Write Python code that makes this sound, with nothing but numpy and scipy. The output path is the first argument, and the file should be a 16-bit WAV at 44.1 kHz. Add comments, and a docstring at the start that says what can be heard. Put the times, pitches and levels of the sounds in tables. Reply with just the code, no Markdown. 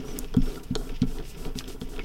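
"""Thumbs rub a strip of transfer tape onto a wooden coat hanger on a cutting mat, under a phone on a stand.
Skin hisses over the film as shaped noise and squeaks as thin arched tones; ticks are noise bursts with a
ringing sine. Stick and slip is snagged noise that scrapes the tape and shakes hanger and table.
Knocks ring mat, table and stand as damped modes; a short tail and a steady hush make the room."""
import sys
import numpy as np
from scipy import signal
from scipy.fft import rfft, irfft
from scipy.io import wavfile
from scipy.ndimage import uniform_filter1d

SR = 44100
rng = np.random.default_rng(int(sys.argv[2]) if len(sys.argv) > 2 else 0)


def inscribe(sig):
    """Save sig as 16-bit PCM at rate SR to the path in sys.argv[1].

    A 1-D sig is mono; a 2-D sig holds one channel per row.
    Samples are clipped to [-1, 1] before scaling.
    """
    pcm = np.round(np.clip(np.atleast_2d(sig).T, -1, 1) * 32767)
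    wavfile.write(sys.argv[1], SR, pcm.astype(np.int16))


def linear_from_db(decibels):
    """Turn decibels (scalar or array-like) into linear amplitude factors; 0 gives 1."""
    return 10 ** (np.asarray(decibels, float) / 20)


N = 89964
T = np.arange(N) / SR


def level(x, db):
    """Scale to an rms level."""
    return x * linear_from_db(db) / np.sqrt(np.mean(x ** 2))


def colour(x, points):
    """Filter by (frequency [Hz], gain [dB]) points on a log axis."""
    hz, db = np.array(points, float).T
    f = np.maximum(np.arange(len(x) // 2 + 1) * SR / len(x), 1)
    gain_db = np.interp(np.log(f), np.log(hz), db, left=-80, right=-80)
    return irfft(rfft(x) * linear_from_db(gain_db), len(x))


def ring(x, modes):
    """Damped resonances; a unit impulse rings each at its dB."""
    out = 0
    for hz, db, t60_s in modes:
        pole = np.exp(2j * np.pi * hz / SR - np.log(1000) / (t60_s * SR))
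        out = out + linear_from_db(db) * signal.lfilter([1], [1, -pole], x).imag
    return out


def grit(rate_hz, spread_db):
    """Noise with random decaying snags of very different size, rms 1."""
    hits = rng.random(N) < rate_hz / SR
    size = np.minimum(rng.exponential(size=N), 2.5)  # capped
    snags = hits * linear_from_db(spread_db * size)
    noise = rng.standard_normal(N)
    decay = np.exp(-1 / (0.0043 * SR))
    return level(noise * (1 + signal.lfilter([1], [1, -decay], snags)), 0)


def pushes(rows, length_s):
    """A smooth push at each (time [s], level [dB]), of unit area at 0 dB."""
    x, shape = np.zeros(N + SR), np.hanning(int(length_s * SR))
    for s, db in rows:
        start = int(s * SR)
        x[start:start + len(shape)] += linear_from_db(db) * shape / shape.sum()
    return x[:N]


# room hush spectrum: (frequency [Hz], relative level [dB])
HUSH_SPECTRUM = [(60, 4), (150, 16.5), (410, -6), (900, -5.5), (3000, -23), (16000, -19)]


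def room_hush():
    """Steady noise, strongest in the bass."""
    return level(colour(rng.standard_normal(N), HUSH_SPECTRUM), -49.5)


def room_tail(near):
    """Convolution with decaying, low-passed noise that starts after 3 ms."""
    tail_db, t60_s = -13.5, 0.061
    t = T[:SR // 3]
    tail = rng.standard_normal(len(t)) * linear_from_db(-60 * t / t60_s) * (t > .003)
    tail = signal.lfilter(*signal.butter(1, 4500, fs=SR), tail)
    tail = tail * linear_from_db(tail_db) / np.sqrt(np.sum(tail ** 2))
    return signal.fftconvolve(near, tail)[:N]


# stick and slip on the hanger: (time [s], scrape level [dB], wood rumble drive [dB])
DRAG_TRACK = [(0, -53, -40.5), (.2, -53, -34.5), (.3, -61, -51), (.44, -54, -40), (.47, -47.5, -36.5),
              (.58, -60, -38.5), (.68, -58.5, -51.5), (.78, -71, -38.5), (.93, -52.5, -42), (.98, -55, -53),
              (1.08, -59.5, -43.5), (1.2, -57, -35.5), (1.29, -52.5, -53.5), (1.472, -58, -33.5),
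              (1.537, -68, -49.5), (1.58, -45, -42.5), (1.66, -59, -47), (1.69, -44.5, -37),
              (1.77, -67.5, -46), (1.85, -60.5, -49), (1.97, -56.5, -39.5), (2.04, -48.5, -44)]


def drag_db():
    """Interpolates the drag: scrape and rumble tracks in dB."""
    s, scrape_db, rumble_db = np.array(DRAG_TRACK).T
    return np.interp(T, s, scrape_db), np.interp(T, s, rumble_db)


# knocks of the hanger on the table: (time [s], blow drive [dB], stand sway drive [dB])
KNOCK_EVENTS = [(0.3664, -10.5, -22), (0.706, -20, -26), (0.749, -51, -42), (1.016, -13.5, -24),
                (1.186, -35.5, -57), (1.461, -32.5, -37), (1.553, -27.5, -36.5), (1.813, -28, -36)]


def knock_drive(column, length_s, delay_s=0):
    """Differentiated pushes, so each blow swings both ways."""
    rows = [(r[0] + delay_s, r[column]) for r in KNOCK_EVENTS]
    return np.gradient(pushes(rows, length_s)) * length_s * SR / 2


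# sway modes of the stand: (frequency [Hz], gain [dB], t60 [s])
STAND_MODES = [(23.7, 0.6, 0.62), (36.34, -2.9, 0.25)]


def stand_sway():
    """Low modes sway after each knock; noise that follows part of the rumble keeps them restless."""
    push_s, stir_db, stir_share = 0.0418, -19.5, 0.35  # share of the rumble's dB
    sway = ring(knock_drive(2, push_s, push_s / 2), STAND_MODES)
    stir = level(ring(rng.standard_normal(N), STAND_MODES), stir_db)
    return sway + linear_from_db(stir_share * drag_db()[1]) * stir


# table-top modes: (frequency [Hz], gain [dB], t60 [s])
TABLE_MODES = [(132.4, -7.5, 0.21), (188.4, -6.5, 0.14), (248.5, -2.5, 0.25), (259.6, 3.5, 0.19)]


def table_ring(x, first_mode=0):
    """Damped modes of the table top, from first_mode up."""
    return ring(x, TABLE_MODES[first_mode:])


# springy mat: one mode (frequency [Hz], gain [dB], t60 [s])
MAT_MODE = (204, -37.5, 0.017)


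def knocks():
    """Blows pass through the springy mat into the table top."""
    return table_ring(ring(knock_drive(1, length_s=0.006), [MAT_MODE]))


# wooden hanger modes: (frequency [Hz], gain [dB], t60 [s])
HANGER_MODES = [(449, 4, 0.028), (727, -6.5, 0.022), (946, -15.5, 0.016), (1122, -9, 0.014),
                (1346, -12.5, 0.045), (3250, -11.5, 0.012)]


def hanger_ring(x):
    """Damped modes of the hanger."""
    return ring(x, HANGER_MODES)


# scrape spectrum: (frequency [Hz], relative level [dB])
SCRAPE_SPECTRUM = [(1400, -9.5), (2000, -3.5), (2850, 2.5), (4200, -10), (5200, -2.5), (9000, -27.5)]


def drag():
    """Stick and slip scrapes the tape and shakes hanger and table."""
    scrape_db, rumble_db = drag_db()
    hanger = level(hanger_ring(grit(120, 2.7)), -6.5)
    table = level(table_ring(np.gradient(rng.standard_normal(N)), first_mode=1), -2.77)
    scrape = level(colour(grit(200, 3.7), SCRAPE_SPECTRUM), 0)
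    return linear_from_db(scrape_db) * scrape + linear_from_db(rumble_db) * (hanger + table)


# skin squeaks: (start [s], length [s], top pitch [Hz], sag at the ends [Hz], peak level [dB])
SQUEAK_EVENTS = [(0.048, 0.1, 6000, 590, -49.5), (0.155, 0.046, 5210, 63, -57),
                 (.376, .055, 5400, 110, -57.5), (0.432, 0.075, 5450, 245, -54),
                 (0.573, 0.014, 1375, 9.8, -41.5), (1.969, 0.01, 1370, 30, -46),
                 (2.007, 0.012, 2200, 131, -40)]


def squeaks():
    """Thin arched whistles of skin on film, with a wavering pitch."""
    out = np.zeros(N)
    for s, length_s, top_hz, sag_hz, db in SQUEAK_EVENTS:
        u = np.clip((T - s) / length_s, 0, 1)
        waver_hz = uniform_filter1d(rng.standard_normal(N), 400) * top_hz / 10
        pitch_hz = top_hz - sag_hz * (2 * u - 1) ** 2 + waver_hz
        env = np.sqrt(np.sin(np.pi * u) + 1e-12)
        out += linear_from_db(db) * env * np.sin(2 * np.pi * np.cumsum(pitch_hz) / SR)
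    return out


# ticks of tape and hanger: (time [s], peak level [dB], centre [Hz], hanger drive [dB])
TICK_EVENTS = [(0.084, -38, 2720, -36.5), (0.1887, -12.5, 12960, -74), (0.1899, -18.5, 6660, -47),
               (.2447, -31.5, 3080, -39.5), (0.3415, -35.5, 4400, -28.5), (0.3665, -31, 9700, -33.5),
               (.459, -39.5, 3340, -56), (.5197, -36.5, 3100, -57), (0.5572, -34.5, 3280, -43.5),
               (0.705, -45, 3850, -69), (0.7538, -16, 4920, -24), (0.8942, -37, 2400, -37.5),
               (1.0186, -23.5, 4180, -76), (1.026, -44.5, 4900, -32.5), (1.185, -32.5, 2980, -44.5),
               (1.201, -42, 3240, -46), (1.3468, -38.5, 2620, -61), (1.4509, -29.5, 2730, -34.5),
               (1.5537, -39, 3000, -40.5), (1.5879, -16, 4820, -59), (1.607, -32, 1290, -62),
               (1.6411, -33.5, 3250, -45), (1.6787, -39, 3420, -40), (1.8146, -32, 3480, -35.5),
               (1.8891, -43.5, 3100, -64), (1.964, -35, 2800, -68), (1.9805, -47, 2110, -35),
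               (1.9931, -26.5, 2526, -35)]


def ticks():
    """Noise bursts with a clean ring at a centre pitch; each rings the hanger, which bounces once on the mat."""
    burst_q, burst_t60_cycles = 1.05, 31
    snap_db, snap_t60_cycles = 1, 15.6  # clean ring, against the burst
    bounce_delay_s, bounce_db = 0.005646, 2.5
    out, t = np.zeros(N + SR), np.arange(int(.06 * SR)) / SR
    rise = np.minimum(t / 0.00022, 1)
    noise = rng.standard_normal((len(TICK_EVENTS), len(t)))
    for (s, db, hz, _), n in zip(TICK_EVENTS, noise):
        burst = n * rise * linear_from_db(-60 * t * hz / burst_t60_cycles)
        burst = signal.lfilter(*signal.iirpeak(hz, burst_q, SR), burst)
        band_hz = [hz / 2, min(1.47 * hz, SR / 2.2)]
        burst = signal.lfilter(*signal.butter(2, band_hz, "band", fs=SR), burst)
        snap = rise * linear_from_db(snap_db - 60 * t * hz / snap_t60_cycles) * np.sin(2 * np.pi * hz * t)
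        tick = burst / np.abs(burst).max() + snap
        start = int(s * SR)
        out[start:start + len(t)] += linear_from_db(db) * tick / np.abs(tick).max()
    hit = 6 * np.gradient(pushes([(r[0], r[3]) for r in TICK_EVENTS], 0.0001))
    bounce = pushes([(r[0] + bounce_delay_s, r[3] + bounce_db) for r in TICK_EVENTS], 0.00072)
    return out[:N] + hanger_ring(hit + bounce)


# thumb strokes, levels before smoothing: (start [s], end [s], hiss at start [dB], hiss at end [dB])
STROKE_EVENTS = [(0.047, 0.244, -56, -56.5), (0.423, 0.58, -54, -52.5), (0.634, 0.64, -41, -50.5),
                 (0.771, 0.895, -51, -58.5), (1.066, 1.173, -56.5, -53.5), (1.24, 1.307, -61, -47),
                 (1.371, 1.469, -52.5, -53), (1.555, 1.597, -54, -42.5), (1.678, 1.741, -45, -59),
                 (1.804, 1.837, -51, -56.5), (1.889, 1.96, -54.5, -56)]
# film hiss spectrum: (frequency [Hz], relative level [dB])
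FILM_SPECTRUM = [(3500, -3), (5300, 1), (7000, -1.5), (8600, 0.5), (9300, -7), (10000, -1), (11300, -7),
                 (13200, -2), (15800, -15)]


def strokes():
    """Skin hisses over the film while a thumb slides: quick start, slower fade."""
    fade_s = 0.017
    env = 0
    for start, end, db0, db1 in STROKE_EVENTS:
        env = env + (T > start) * (T < end) * linear_from_db(np.interp(T, [start, end], [db0, db1]))
    fade = np.exp(-1 / (fade_s * SR))
    lagging = signal.lfilter([1 - fade], [1, -fade], env)
    env = uniform_filter1d(np.maximum(env, lagging), SR // 100)
    return env * level(colour(rng.standard_normal(N), FILM_SPECTRUM), 0)


def scene():
    """All sources and the hush; hiss, drag, ticks and squeaks also feed the room tail."""
    near = strokes() + drag() + ticks() + squeaks()
    mix = near + room_tail(near) + knocks() + stand_sway() + room_hush()
    return mix[None]


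def top_cut(x):
    """Nothing passes above the cut-off."""
    return signal.sosfilt(signal.butter(12, 17000, fs=SR, output="sos"), x)


def record(dry):
    """The finished mix as the phone keeps it."""
    return top_cut(dry)


dry = scene()
out = record(dry)
inscribe(out)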